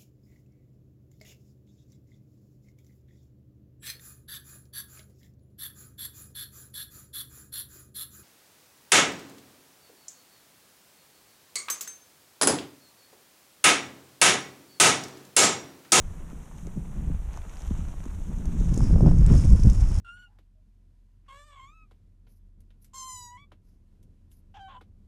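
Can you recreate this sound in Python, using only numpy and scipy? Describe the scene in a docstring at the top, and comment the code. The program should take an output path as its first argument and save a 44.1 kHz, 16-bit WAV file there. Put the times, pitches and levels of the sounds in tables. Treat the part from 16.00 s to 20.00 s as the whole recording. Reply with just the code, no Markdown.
"""Wind buffets a small head-worn microphone on an open snowy prairie, for four seconds.
From the start, shaped noise makes a lumpy rumble, a hiss of wind in the grass and a fine crackle of dry reeds.
Soon short swinging waves add thumps and pops, and ringing ticks with noise sprays add snapping stems.
At 2.66 s the head turns and the treble of the reeds changes colour.
Around then the wind builds into a strong gust, with its hardest thump at about 3.3 s."""
import sys
import numpy as np
from scipy import signal
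from scipy.fft import rfft, irfft
from scipy.io import wavfile
from scipy.ndimage import uniform_filter1d

SR = 44100
rng = np.random.default_rng(int(sys.argv[2]) if len(sys.argv) > 2 else 0)


def dump(signal):
    """Clip the signal to [-1, 1] and save it as 16-bit WAV at the path in sys.argv[1]."""
    limited = np.clip(np.atleast_2d(signal).T, -1, 1)
    pcm = np.round(limited * 32767).astype(np.int16)
    wavfile.write(sys.argv[1], SR, pcm)


N = 176400  # length in samples: 4 s

# Strength of the buffeting: t/s, deep rumble level/dB, upper flutter level/dB
GUST_LEVELS = [(0,-29.5,-45.5),(.07,-36,-47),(.4,-40.5,-46),(.47,-46.5,-51.5),(.64,-37,-42.5),(.72,-37.5,-45.5),(.78,-32,-34.5),(.86,-38,-44),(1.05,-29,-34.5),(1.12,-23,-35.5),(1.19,-30,-48.5),(1.27,-31.5,-50.5),(1.58,-39.5,-53.5),(1.69,-26.5,-46.5),(1.77,-28,-40.5),(2.02,-35,-46.5),(2.17,-30,-45.5),(2.27,-30.5,-39),(2.5,-27.5,-34),(2.6,-23,-32.5),(2.8,-21.5,-25),(2.86,-16.5,-28),(2.98,-14.5,-21),(3.07,-16.5,-14.5),(3.14,-13,-22.5),(3.27,-15,-27),(3.32,-10,-17.5),(3.42,-21,-26.5),(3.54,-11,-23.5),(3.6,-20.5,-40.5),(3.67,-12,-19.5),(3.77,-21,-37),(3.86,-14.5,-34.5),(3.94,-23,-37.5)]
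# Tone of the deep rumble in light air: f/Hz, relative level/dB (per Hz)
RUMBLE_TONE = [(12,6),(33,3.5),(64,-0.5),(90,-10),(130,-32),(400,-61)]
# Tone of the upper flutter: f/Hz, relative level/dB (per Hz)
FLUTTER_TONE = [(60, -56), (110, -2), (170, 4.5), (230, -7.5), (330, -16), (500, -26.5), (900, -41),
                (1500, -46.5), (3000, -96)]
# Wind in the grass, strength of the mid roar: t/s, level/dB
ROAR_LEVELS = [(0,-55.5),(.85,-58),(.95,-55),(1.15,-55),(1.25,-57.5),(1.35,-50.5),(1.41,-54.5),(1.8,-52.5),(2.0,-56.5),(2.07,-54),(2.2,-57.5),(2.6,-53.5),(2.8,-51),(2.86,-49.5),(3.03,-54.5),(3.08,-46),(3.14,-54),(3.27,-48),(3.3,-42.5),(3.4,-48),(3.45,-50.5),(3.75,-51),(3.81,-49.5),(4,-48.5)]
# Tone of that roar: f/Hz, relative level/dB (per Hz)
ROAR_COLOUR = [(120,-36),(250,-6),(650,-10.5),(1000,-11.5),(1450,-15.5),(2000,-19.5),(3000,-24),(4000,-30.5),(4800,-37.5),(6000,-65)]
# Tone of the fine hiss of the air: f/Hz, relative level/dB (per Hz)
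HISS_TONE = [(2500,-43),(4000, -33), (6000, -4), (9000, -5.5), (12000, -13), (15300, -15.5)]
# Reeds dragging past the legs: t/s, level/dB
BRUSH_LEVELS = [(0,-64),(.25,-71),(.54,-68),(.6,-61.5),(.66,-70),(1.28,-71.5),(1.36,-62.5),(1.46,-66),(1.52,-60),(1.75,-60),(1.92,-63.5),(2.0,-69),(2.08,-64.5),(2.3,-63),(2.52,-63),(2.6,-55),(2.72,-59),(2.84,-50.5),(2.94,-57),(3.24,-56.5),(3.3,-52),(3.38,-45.5),(3.44,-49),(3.48,-51.5),(3.54,-52.5),(3.6,-53),(3.8,-51.5),(3.86,-54.5),(3.94,-52),(4,-52.5)]
# Tone of the reeds before the head turns: f/Hz, relative level/dB (per Hz)
FACING_AWAY_TONE = [(2240, -8), (3800, -6), (4690, -18), (5210, -10), (5750, -1.5), (6460, 2), (8010, -5.5),
                    (14700, -26), (15300, -44)]
# Tone of the reeds after the head turns: f/Hz, relative level/dB (per Hz)
FACING_IN_TONE = [(2240, -17), (3800, -17), (4370, -18), (5030, -6), (5420, -2), (5950, -8.5), (6530, -5),
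                  (7210, -10), (10100, -13.5), (10500, -13.5), (11500, -39), (14000, -28), (15300, -44)]
# Eddies that hit the microphone port: t/s, peak level/dB, f/Hz that the pitch sags towards
THUMP_EVENTS = [(0.204, -40, 240), (0.33, -31, 177), (0.66, -33, 136), (0.773, -23, 138), (1.1, -31, 220),
                (1.709, -20.5, 161), (1.789, -30.5, 146), (2.062, -28.5, 180), (2.612, -25.5, 192),
                (2.775, -21, 230), (2.953, -26, 157), (3.061, -14, 185), (3.312, -8.5, 110.7),
                (3.594, -17, 118), (3.651, -16.5, 152)]
# Stems snapping: t/s, tick level/dB, tick f/Hz, knock level/dB (relative to the tick)
SNAP_EVENTS = [(.301,-44.5,6900,4),(0.6693,-36.5,6700,-5.5),(1.3327,-41,6440,1),(1.341,-44.5,4500,9),(1.3738,-36.5,6500,-12),(1.419,-45,3260,6),(1.496,-41,6300,5),(1.57,-39,5200,4),(1.62,-35,5860,-8),(1.667,-44,11500,-12),(1.885,-42,6040,2),(2.004,-40.5,1780,-3),(2.04,-41,6760,-20),(2.056,-40,6700,-10),(2.456,-33.5,6340,-6.5),(2.7258,-40,6800,-15),(2.7407,-29,6240,-8),(2.7434,-28,6700,-10),(2.763,-32,6400,-20),(2.777,-23.5,7000,-30),(2.8055,-37,6570,-2),(3.066,-35,5470,-1),(3.1861,-33,6500,-24),(3.21,-39,4970,-15),(3.264,-24.5,7850,-8),(3.291,-40,3000,2),(3.301,-34,1500,3),(3.3672,-32,5650,-9),(3.372,-35,1700,-5),(3.438,-33.5,2200,-6),(3.503,-31,6700,-26),(3.5267,-34,7850,-19),(3.561,-37.5,9300,-25),(3.6,-32,5600,-20),(3.6346,-27,5640,-8),(3.637,-31,5640,-22),(3.7,-24,6100,-10),(3.733,-30.5,7300,-25),(3.808,-33,5570,-15),(3.9542,-34,5500,-17)]
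# Short pops from the port: t/s, peak level/dB, f/Hz that the pitch sags towards
POP_EVENTS = [(0.309, -43, 910), (0.513, -42.5, 840), (0.673, -35, 290), (0.931, -42.5, 710),
              (1.374, -33.5, 805), (1.939, -40, 610), (2.004, -44, 516), (2.054, -42.5, 1060),
              (2.114, -42, 850), (2.316, -40.5, 590), (2.456, -41, 540), (2.606, -36.5, 325),
              (2.806, -28, 780), (2.907, -33, 530), (2.96, -26, 470), (2.983, -38, 454),
              (3.007, -21.5, 500), (3.0615, -22, 500), (3.0735, -22, 500), (3.0855, -30.5, 600),
              (3.114, -27, 610), (3.67, -35.5, 520)]

LUMPY_DB, FLUTTER_BURST_DB = 5, 2.7  # typical swing of the rumble and of the flutter
STRONG_DB, BRIGHTER = -19, 0.52  # from this rumble level up, its pitch range is wider by this share
EVEN = 0.7  # share 0-1 by which chance peaks of the buffeting are flattened
THUMP_CYCLES, THUMP_GLIDE = 1.59, 0.3  # a larger glide starts higher and sags further
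POP_CYCLES, POP_GLIDE = 1.55, 0.23
SHARED_DB, BRUSH_FLICKER_DB = 0.2, 1.5  # flicker of grass and reeds together; extra for the reeds
GRAIN_DB = 2  # fast roughness of the roar
HISS_DB = -65.5
CRACKLES_PER_S, CRACKLE_SPREAD_DB, CRACKLE_SHARE = 600, 3, 0.45  # share 0-1 against smooth swish
TURN_S, TURN_LENGTH_S = 2.66, 0.1  # when the head starts to turn, and for how long
# T60 is the time to fade by 60 dB; spray levels are relative to the tick
SNAP_T60_S, KNOCK_T60_S = 0.0041, 0.0025
CRACK_DB, CRACK_T60_S = -7, 0.001
SPLINTER_DB, SPLINTER_T60_S = -19.5, 0.027
HOUSING_HZ = 12000  # the snaps are dulled above this
EDGE_HZ = 15300


def amp(db):
    """Turns decibels into a plain multiplier."""
    return 10 ** (np.asarray(db) / 20)


def unit(x):
    """Scales a signal to an average (rms) strength of 1."""
    return x / np.sqrt(np.mean(x ** 2) + 1e-20)


def on_hz(points, hz):
    """Reads a tone table at any pitch, with silence outside its ends."""
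    f, db = np.transpose(points)
    return np.interp(np.log(hz + 1), np.log(f + 1), db, -np.inf, -np.inf)


def level(table, column=1):
    """Joins the levels of a table into a smooth volume curve."""
    rows = np.array(table)
    return amp(np.interp(np.arange(N) / SR, rows[:, 0], rows[:, column]))


def colour(x, points):
    """Filters a signal with the tone in a table, at rms 1."""
    gain = amp(on_hz(points, np.fft.rfftfreq(N, 1 / SR)))
    return unit(irfft(rfft(x) * gain, N))


def wobble(top_hz):
    """Makes a random wander of rms 1, faster than 6.5 Hz and fading out above top_hz."""
    spectrum = rfft(rng.standard_normal(N))
    hz = np.fft.rfftfreq(N, 1 / SR)
    return unit(irfft(spectrum * (hz > 6.5) / (1 + (hz / top_hz) ** 2), N))


def evened(x, span_s):
    """Pulls the short-time level of x part of the way to 1."""
    span = round(span_s * SR)
    power = uniform_filter1d(uniform_filter1d(x ** 2, span), span)
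    return unit(x / (power + 0.071) ** (EVEN / 2))


def add(mix, s, sound):
    """Adds a short sound to the mix at s seconds."""
    part = mix[round(s * SR):][:len(sound)]
    part += sound[:len(part)]


def wavelet(db, hz, cycles, glide, phase):
    """A few swings of pressure that rise fast, sag in pitch and die away."""
    u = np.arange(0, 2, hz / cycles / SR)  # time, in units of the given number of cycles
    turns = cycles * (u + glide * (1 - np.exp(-3 * u)))
    envelope = 3 * u * np.exp(1 - 3 * u)  # peaks at 1
    return amp(db) * envelope * np.sin(2 * np.pi * (turns + phase))


def wavelets(table, cycles, glide):
    """Places one wavelet per table row, each starting at a random point of its swing."""
    out = np.zeros(N)
    for (s, db, hz), phase in zip(table, rng.random(len(table))):
        add(out, s, wavelet(db, hz, cycles, glide, phase))
    return out


def buffeting():
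    """Lumpy pressure on the port: a deep rumble, and a flutter that comes in bursts."""
    bursts = wobble(top_hz=19.5)
    eddies = rng.standard_normal(N) * amp(LUMPY_DB * wobble(top_hz=6.9))
    wide_tone = [(hz * (1 + BRIGHTER), db) for hz, db in RUMBLE_TONE]
    rumble_level = level(GUST_LEVELS, column=1)
    # stronger wind blends towards the wider pitch range
    strong = np.clip(rumble_level / amp(STRONG_DB), 0, 1)
    deep = (1 - strong) * colour(eddies, RUMBLE_TONE) + strong * colour(eddies, wide_tone)
    upper = colour(rng.standard_normal(N) * amp(FLUTTER_BURST_DB * bursts), FLUTTER_TONE)
    rumble = evened(deep, 0.038) * rumble_level
    flutter = evened(upper, 0.11) * level(GUST_LEVELS, column=2)
    return rumble + flutter


def grass_wind(flicker):
    """Wind through the grass makes a rough roar; the air adds a fine, steadier hiss."""
    grain = amp(GRAIN_DB * wobble(top_hz=89))
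    roar = colour(rng.standard_normal(N) * flicker * grain, ROAR_COLOUR) * level(ROAR_LEVELS)
    hiss = colour(rng.standard_normal(N) * flicker ** 0.55, HISS_TONE)
    return roar + amp(HISS_DB) * hiss


def brushing(flicker):
    """Dense tiny cracks of dry leaves blended with swish, heard through the microphone housing."""
    hits = rng.random(N) < CRACKLES_PER_S / SR
    loudness = amp(CRACKLE_SPREAD_DB * np.minimum(rng.exponential(1, N), 4.2))
    fade = np.exp(-1 / (0.0004 * SR))  # each crack dies away within a few 0.4 ms steps
    cracks = signal.lfilter([1], [1, -fade], hits * loudness) * rng.standard_normal(N)
    swish = rng.standard_normal(N)
    reeds = (CRACKLE_SHARE * unit(cracks) + (1 - CRACKLE_SHARE) * swish) * flicker
    # the turn crossfades from one treble colour to the other
    turned = np.clip((np.arange(N) / SR - TURN_S) / TURN_LENGTH_S, 0, 1) * np.pi / 2
    away = np.cos(turned) * colour(reeds, FACING_AWAY_TONE)
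    facing = np.sin(turned) * colour(reeds, FACING_IN_TONE)
    return (away + facing) * level(BRUSH_LEVELS)


def thumps():
    """Eddies hit the port, each a low swing of pressure that soon dies away."""
    return wavelets(THUMP_EVENTS, THUMP_CYCLES, THUMP_GLIDE)


def snaps():
    """Each stem gives a ringing tick, a duller knock and a spray of splinters."""
    out, t = np.zeros(N), np.arange(2000) / SR
    band = signal.butter(3, [4800, 11500], "band", fs=SR)
    rise = np.sin(np.minimum(t / 0.00022, 1) * np.pi / 2) ** 2  # soft start of 0.22 ms
    crack_fade = amp(CRACK_DB - 60 * t / CRACK_T60_S)
    splinter_fade = amp(SPLINTER_DB - 60 * t / SPLINTER_T60_S)
    noises = rng.standard_normal((len(SNAP_EVENTS), len(t)))
    for (s, db, hz, knock_db), noise in zip(SNAP_EVENTS, noises):
        tick = np.sin(2 * np.pi * hz * t) * amp(-60 * t / SNAP_T60_S)
        knock = np.sin(2 * np.pi * 2300 * t) * amp(knock_db - 60 * t / KNOCK_T60_S)
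        spray = unit(signal.lfilter(*band, noise)) * (splinter_fade + crack_fade)
        add(out, s, amp(db) * rise * (tick + knock + spray))
    return signal.lfilter(*signal.butter(2, HOUSING_HZ, fs=SR), out)


def pops():
    """Short pops from the port, mostly higher in pitch than the thumps."""
    return wavelets(POP_EVENTS, POP_CYCLES, POP_GLIDE)


def scene():
    """Adds all the layers; grass and reeds share one faint flicker."""
    flicker = amp(SHARED_DB * wobble(top_hz=32.3))
    reed_flicker = flicker * amp(BRUSH_FLICKER_DB * wobble(top_hz=39))
    wind = buffeting() + grass_wind(flicker)
    reeds = brushing(reed_flicker)
    return (wind + reeds + thumps() + snaps() + pops())[None]


def record(dry):
    """The recorder's band limit: a steep filter removes the sound above EDGE_HZ."""
    taps = signal.firwin(1023, EDGE_HZ, window=("kaiser", 9), fs=SR)
    return signal.oaconvolve(dry, taps[None], "same")


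dry = scene()
out = record(dry)
dump(out)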